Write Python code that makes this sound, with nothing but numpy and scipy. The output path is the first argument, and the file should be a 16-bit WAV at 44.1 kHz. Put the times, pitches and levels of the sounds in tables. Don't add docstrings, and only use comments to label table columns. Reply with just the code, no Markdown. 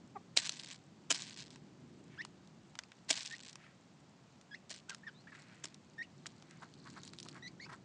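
import sys
import numpy as np
from scipy import signal
from scipy.fft import rfft, irfft
from scipy.io import wavfile

SR = 44100
rng = np.random.default_rng(int(sys.argv[2]) if len(sys.argv) > 2 else 0)


def bounce(signal):
    frames = np.transpose(np.atleast_2d(signal))
    limited = np.clip(frames, -1, 1)
    pcm = np.round(limited * 32767).astype(np.int16)
    wavfile.write(sys.argv[1], SR, pcm)


N = 345744
TIME = np.arange(N) / SR


# start in seconds, length in seconds, crunch in dB, knock in dB, extra floor
# drumming in dB, falling seed in dB, seconds for that to fade by 60 dB, seconds until the seed has landed.
PECKS = [(0.3679, 0.0087, -29.5, -43, -17, -49, 1.9, .375), (1.105, 0.011, -27, -35, -4, -48, 1.3, .44),
         (3.104, 0.0076, -27, -39.5, 9, -46, 1.3, .39), (4.702, 0.015, -53, -61, 12, -54, 0.87, .06),
         (4.896, 0.0015, -43.5, -69, 1, -61.5, .4, .04), (5.641, 0.0037, -40, -49, -4, -63, 0.5, 0.042),
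         (6.265, 0.0059, -49.5, -53.5, -2, -63, 0.7, 0.018)]
# frequency in Hz, level in dB.
CRUNCH_TONE = [(240, -40), (400, -10), (1100, -11.5), (1800, -8), (3230, -2), (4130, -10.5), (5000, -6),
               (7520, -2), (9360, -15.5), (10400, -33), (22000, -100)]
# pitch in Hz, level in dB, seconds to fade by 60 dB.
TUB_NOTES = [(290, -1.5, 0.055), (490, -22.5, 0.04), (641, -3, 0.0357), (910, -2.5, 0.017),
             (1176, -11.5, .025), (1590, -10.5, 0.015)]

def pecks(lead_s=0.0018, release_s=0.0016, floor_hz=650, floor_width_hz=170):
    out, t = np.zeros(N), np.arange(-SR // 50, SR // 5) / SR
    for start, length, crunch_db, knock_db, floor_db, *_ in PECKS:
        push = np.exp(np.minimum(t, 0) / lead_s - np.maximum(t - length, 0) / release_s)
        crunch = colour(push * rng.standard_normal(len(t)), CRUNCH_TONE)
        add(out, start + t[0], from_db(crunch_db) * crunch)
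        blow = signal.unit_impulse(len(t), np.searchsorted(t, length / 2))
        knock = np.zeros(len(t))
        for k, (hz, db, fade_s) in enumerate(TUB_NOTES):
            note_db = db + floor_db * resonance(hz, floor_hz, floor_width_hz) + rng.standard_normal()
            knock += (-1) ** k * from_db(note_db) * ring(blow, hz, fade_s)
        add(out, start + t[0], from_db(knock_db) * band(knock, 170.2, 2400))
    return out


# middle in seconds, half length in seconds, level in dB.
HANDFULS = [(.386, 0.0042, -42), (.463, 0.01, -46), (1.392, 0.024, -57.5), (3.097, 0.0079, -41.5),
            (3.178, 0.0082, -52)]
# frequency in Hz, level in dB.
PATTER_TONE = [(350, -31), (600, -17), (1160, -10.5), (1320, -21.5), (1510, -7.5), (2870, -6), (4600, -7),
               (7700, -1.5), (9150, -13), (10400, -44.5), (22000, -120)]

def falling_seed(settle_s=0.064, bounce_db=-8, dense_db=-42):
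    falling = swells(HANDFULS)
    for start, *_, seed_db, fade_s, landed_s in PECKS:
        age = TIME - start
        fade = np.exp(-np.log(1000) * np.abs(age) / fade_s) * (age > 0)
        still_moving = np.clip((landed_s - age) / settle_s + 1, 0, 1)
        falling += from_db(seed_db) * fade * still_moving
    clumps = from_db(2.3 * drift(70))
    density = np.clip(falling / from_db(dense_db), .1, 1)
    fine = grains(per_s=1900 * density, spread_db=1.5, seed_fade_s=0.0014, seed_db=4)
    fine *= np.sqrt(density.mean() / density)
    kernels = from_db(bounce_db) * grains(per_s=78, spread_db=1.5, seed_fade_s=0.001, seed_db=10.5)
    return falling * clumps * colour(fine + kernels, PATTER_TONE)


# time in seconds, peak in dB, wall level against the snap in dB.
BEAK_CLICKS = [(0.3736, -9, -19.5), (1.1247, -19, -9.5), (1.559, -42, 4), (2.2503, -35.5, 1),
               (2.754, -36.5, 9), (2.79, -24, 0), (2.8364, -40, 1.5), (2.9194, -44.5, 7),
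               (3.5563, -37, -2.5), (4.8961, -31.5, -6), (4.9044, -32, 3), (4.9476, -36, -3),
               (5.655, -30, -4.5), (6.2593, -34.5, 22.5), (6.4241, -44, 0.5), (6.5102, -43.5, 0.5),
               (7.135, -37, -1.5), (7.2869, -35.5, -5)]
# time in seconds, peak in dB.
SEED_CLICKS = [(0.473, -28), (0.494, -20), (0.522, -34), (0.539, -42), (0.5973, -29.5), (0.6342, -41.5),
               (0.661, -38), (0.6878, -42), (0.7578, -49), (1.1462, -27), (1.1541, -29), (1.2045, -43),
               (1.2212, -28.5), (1.3302, -41), (1.4024, -42), (1.4247, -38), (1.5054, -42.5), (2.4742, -50),
               (3.1105, -14.5), (3.1292, -24), (3.2077, -29.5), (3.2314, -32.5), (3.261, -31.5),
               (3.2763, -31), (3.324, -38.5), (3.497, -37.5), (3.5297, -42.5), (4.413, -47), (4.696, -40),
               (4.705, -34.5), (4.7407, -42.5), (5.6454, -41), (5.7447, -41.5), (6.267, -33), (6.7393, -44),
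               (6.9029, -43), (7.034, -39.5), (7.0775, -38), (7.187, -32.5), (7.201, -33), (7.2292, -34.5)]

def clicks(snap_s=0.0015, wall_s=0.0019, ping_db=-21, chatter_db=-7):
    out, t = np.zeros(N), np.arange(SR // 40) / SR
    hit = signal.unit_impulse(len(t))
    seeds = [(when, db, -19 + 7 * rng.standard_normal()) for when, db in SEED_CLICKS]
    for when, peak_db, wall_db in list(BEAK_CLICKS) + seeds:
        chatter = from_db(chatter_db) * rng.standard_normal((2, len(t)))
        ping = from_db(ping_db - 0.86 * wall_db) * ring(hit, rng.uniform(3700, 4900), 0.001)
        snap = band(hit + chatter[0] * np.exp(-t / snap_s) + ping, 3250, 6900)
        wall = band(hit + chatter[1] * np.exp(-t / wall_s), 800, 3300)
        click = rms_one(snap) + from_db(wall_db) * rms_one(wall)
        add(out, when - t[np.abs(click).argmax()], from_db(peak_db) * click / np.abs(click).max())
    return out


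# middle in seconds, half length in seconds, level in dB.
FEATHER_STROKES = [(2.851, 0.15, -82), (5.38, 0.14, -74.5), (6.45, 0.48, -83), (6.976, 0.2, -67.5),
                   (7.07, 0.024, -71), (7.278, 0.051, -67), (7.738, 0.016, -68.5)]

def feathers(rest_db=-85, rustle_db=-2):
    uneven_touch = from_db(2 * drift(45))
    pressure = from_db(rest_db) + swells(FEATHER_STROKES)
    stirred = colour(grains(per_s=450, spread_db=7, seed_fade_s=0.0086, seed_db=-15.5), PATTER_TONE)
    rustle = rms_one(band(grains(per_s=1100, spread_db=8.5), 3900, 4900))
    return pressure * uneven_touch * (stirred + from_db(rustle_db) * rustle)


# start in seconds, seconds until the closing flick, held pitch in Hz,
# opening slide in octaves, flick in octaves (plus is up), level in dB, overtones in dB, hoarseness (0-1).
PEEPS = [(2.171, 0.047, 1880, 0.93, .72, -37, -19.5, 0.04),
         (3.304, 0.046, 1908, 0.25, 0.61, -42.5, -16, 0.06), (4.508, 0.043, 1708, 0.045, 0.74, -42, -15, 0),
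         (4.882, 0.039, 1784, .5, -0.47, -39, -28, 0.06),
         (5.029, 0.0091, 1920, 0.28, 0.037, -49.5, -33.5, 0.04),
         (5.064, 0.018, 2047, 0.046, -.5, -41.5, -20, 0), (5.267, .008, 1926, .45, 0.068, -46, -27, 0.2),
         (5.318, 0.0063, 1984, .011, -0.31, -50, -38, 0.35), (5.978, .051, 1907, 0.178, .65, -38, -21.5, 0),
         (7.421, 0.059, 2030, 0.19, 0.27, -44.5, -6, 0.04),
         (7.594, 0.057, 2233, 0.59, 0.26, -41.5, -15, 0.08), (7.607, 0.017, 2500, 0.025, -.22, -49, -11, 0)]

def peeps(slide_s=0.0098, sag_s=0.01485, crest_s=0.0142, push_s=0.0064,
          swell_db_per_s=113, dull_db_per_s=700):
    out = np.zeros(N)
    for start, hold_s, held_hz, slide, flick, level_db, overtones_db, hoarse in PEEPS:
        rising = flick > 0
        flick_s, after_s = (0.0036, 0.03) if rising else (0.00704, 0.019)
        length = hold_s + after_s
        age = np.arange(0, length, 1 / SR)
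        to_flick = hold_s - age
        since_rise = np.maximum(-to_flick, 0) * rising
        flicked = .5 - .5 * np.tanh(to_flick / (2 * flick_s))
        sag = 0.0536 * np.exp(-(to_flick / sag_s - 1) ** 2)
        fall_back = 13 * np.maximum(since_rise - crest_s, 0)
        octaves = flick * flicked - slide * np.exp(-age / slide_s) - sag - fall_back
        hz = held_hz * 2 ** octaves
        phase, flutter = voice(hz, jitter=0.009, shimmer_db=1.5)
        roughness = rms_one(band(rng.standard_normal(len(age)), 150, 700))
        phase += (hoarse + 0.36 * flicked) * roughness
        push_db = 3.5 * (np.exp(-(to_flick / push_s) ** 2) - 1)
        swell_db = -swell_db_per_s * np.maximum(to_flick, 0)
        weaken_db = -13.5 * flicked ** 2 * rising
        effort = from_db(level_db + push_db + swell_db + weaken_db)
        throat = resonance(hz, 1850, 160) + from_db(-11) * resonance(hz, 2870, 280) + from_db(-22)
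        note = throat * np.sin(phase)
        for k, db in [(2, 0), (3, -10), (4, -27)]:
            tone_db = 9 * resonance(k * hz, 5200, 450) - dull_db_per_s * since_rise
            note += from_db(overtones_db + db + tone_db) * np.sin(k * phase)
        add(out, start, effort * flutter * fade_ends(age, length) * note)
    return out


# frequency in Hz, level in dB.
THROAT_TONE = [(400, -9.5), (790, 0.5), (1180, -4), (1580, -22.5), (1980, -20), (2400, -25)]

def cluck(start_s=0.149, length_s=0.031, level_db=-42, open_hz=503, end_hz=360, drop_s=0.012):
    out, age = np.zeros(N), np.arange(0, length_s, 1 / SR)
    hz = end_hz + (open_hz - end_hz) * np.exp(-age / drop_s)
    phase, flutter = voice(hz, jitter=0.0076, shimmer_db=0.7)
    note = sum(gain_at(THROAT_TONE, k * hz) * np.cos(k * phase) for k in range(1, 7)) / np.sqrt(2)
    shape = fade_ends(age, length_s, in_s=0.015, out_s=0.011)
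    add(out, start_s, from_db(level_db) * flutter * shape * note)
    return out


# middle in seconds, rough length in seconds, level in dB, centre in Hz.
SCUFFS = [(2.144, 0.051, -65.5, 1980), (3.64, 0.075, -63, 1870), (5.353, 0.0084, -51.5, 1850),
          (5.388, 0.035, -62.5, 1600), (5.531, 0.21, -66, 1850), (6.539, 0.13, -69, 1720),
          (6.632, 0.014, -49, 1140), (6.873, 0.017, -55, 1270), (6.974, 0.017, -52.5, 1250),
          (7.263, 0.005, -48.5, 960), (7.368, 0.024, -54.5, 1380), (7.666, 0.0058, -53.5, 1350),
          (7.7, 0.014, -52.5, 1280), (7.731, 0.014, -47, 1240)]

def scuffs(width_ratio=1.42, catch_db=3):
    out, t = np.zeros(N), np.arange(-SR // 4, SR // 4) / SR
    for middle, length, db, hz in SCUFFS:
        friction = rng.standard_normal(len(t)) * from_db(catch_db * drift(400)[:len(t)])
        rasp = rms_one(band(friction, hz / width_ratio, hz * width_ratio))
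        hiss = 0.3 * rms_one(band(friction, 460, 5000))
        shape = 1 / (1 + 3 * (t / length) ** 2)
        add(out, middle + t[0], from_db(db) * shape * (rasp + hiss))
    return out


def far_whistle(start_s=5.14, length_s=0.083, level_db=-72, start_hz=3500, rise_hz_per_s=12000):
    out, age = np.zeros(N), np.arange(0, length_s, 1 / SR)
    phase, flutter = voice(start_hz + rise_hz_per_s * age, jitter=0.01, shimmer_db=4.8)
    add(out, start_s, from_db(level_db) * flutter * fade_ends(age, length_s) * np.sin(phase))
    return out


# delay in seconds, level in dB.
ECHOES = [(.0031, -17), (.0074, -19)]

def yard(x, tail_db, tail_fade_s):
    t = np.arange(SR // 3) / SR
    tail = rng.standard_normal(len(t)) * np.exp(-np.log(1000) * t / tail_fade_s)
    response = from_db(tail_db) * rms_one(tail) / np.sqrt(len(t))
    for delay, db in ECHOES:
        response[round(delay * SR)] += from_db(db)
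    return x + band(signal.fftconvolve(x, response)[:N], 200, 9810, order=1)


# frequency in Hz, level in dB.
AIR_TONE = [(24, -64), (40, -30), (141, -1), (199, -2.5), (270, -8.5), (303, -15.5), (800, -18.5),
            (1700, -26), (7360, -33), (10400, -53), (22000, -120)]
# time in seconds, level in dB.
RUMBLE_LEVELS = [(0.0, -60), (0.63, -63.5), (1.94, -58), (2.86, -65), (4.41, -65.5), (6.72, -61.5),
                 (6.92, -59), (7.84, -59.5)]

def background(air_db=-61, drone_db=-7, drone_growth=0.56):
    air = colour(rng.standard_normal(N), AIR_TONE)
    low = signal.sosfiltfilt(signal.butter(2, 450, fs=SR, output="sos"), air)
    rumble_db = np.interp(TIME, *np.transpose(RUMBLE_LEVELS))
    drone = rms_one(band(rng.standard_normal(N), 230, 385, order=4))
    drone *= from_db(drone_db + drone_growth * (rumble_db - rumble_db.mean()))
    return from_db(air_db) * (air - low) + from_db(rumble_db) * (rms_one(low) + drone)


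def grains(per_s, spread_db, seed_fade_s=0.00067, seed_db=-4, ring_s=0.0033, chatter_s=0.00047):
    sizes = from_db(spread_db * np.minimum(rng.exponential(1, N), 3)) * rng.choice([-1, 1], N)
    hits = sizes * (rng.random(N) < per_s / SR)
    pitches = np.geomspace(1300, 9000, num=14)
    chosen = rng.integers(0, len(pitches), N)
    own_rings = sum(ring(hits * (chosen == k), hz, ring_s) * np.sqrt(hz) for k, hz in enumerate(pitches))
    shared_ring = ring(hits, 4450, seed_fade_s)
    energy = signal.lfilter([1], [1, -np.exp(-2 / (chatter_s * SR))], hits ** 2 + 1e-18)
    chatter = np.sqrt(energy) * rng.standard_normal(N)
    parts = [(own_rings, 0), (hits, -4), (chatter, 3), (shared_ring, seed_db)]
    return rms_one(sum(from_db(db) * rms_one(part) for part, db in parts))


def voice(hz, jitter, shimmer_db):
    pitch_waver, level_waver = [rms_one(band(rng.standard_normal(len(hz)), 44, 180)) for _ in range(2)]
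    phase = 2 * np.pi * np.cumsum(hz * (1 + jitter * pitch_waver)) / SR
    return phase, np.sqrt(2) * from_db(shimmer_db * level_waver)


def ring(x, hz, fade_s):
    decay, step = np.exp(-np.log(1000) / (fade_s * SR)), 2 * np.pi * hz / SR
    return signal.lfilter([0, np.sin(step)], [1, -2 * decay * np.cos(step), decay ** 2], x + 1e-18)


def resonance(hz, centre_hz, width_hz):
    return 1 / (1 + ((hz - centre_hz) / width_hz) ** 2)


def fade_ends(age, length, in_s=0.0071, out_s=0.0043):
    return np.sin(np.pi / 2 * np.clip(np.minimum(age / in_s, (length - age) / out_s), 0, 1)) ** 2


def swells(rows):
    return sum(from_db(db) * np.exp(-((TIME - middle) / half) ** 2) for middle, half, db in rows)


def drift(per_s):
    return np.interp(TIME * per_s, np.arange(N), rng.standard_normal(N))


def gain_at(tone, hz):
    table_hz, db = np.transpose(tone)
    return from_db(np.interp(np.log(np.maximum(hz, 1)), np.log(table_hz), db))


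def colour(x, tone):
    gain = gain_at(tone, np.linspace(0, SR / 2, len(x) // 2 + 1))
    return irfft(rfft(x) * rms_one(gain), len(x))


def band(x, low_hz, high_hz, order=2):
    return signal.sosfilt(signal.butter(order, [low_hz, high_hz], "band", fs=SR, output="sos"), x + 1e-18)


def from_db(db):
    return 10 ** (np.asarray(db) / 20)


def rms_one(x):
    return x / np.sqrt(np.mean(x ** 2) + 1e-20)


def add(out, start_s, sound):
    i = max(round(start_s * SR), 0)
    out[i:i + len(sound)] += sound[:max(N - i, 0)]


def scene():
    tub = yard(pecks() + falling_seed() + clicks() + feathers(), tail_db=-22, tail_fade_s=0.15)
    flock = yard(peeps() + cluck() + scuffs() + far_whistle(), tail_db=-19, tail_fade_s=0.18)
    return (tub + flock + background())[None]


def record(dry, dull_hz=9500, cutoff_hz=10600):
    dull = signal.sosfilt(signal.butter(4, dull_hz, fs=SR, output="sos"), dry)
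    return signal.sosfilt(signal.butter(12, cutoff_hz, fs=SR, output="sos"), dull)


dry = scene()
out = record(dry)
bounce(out)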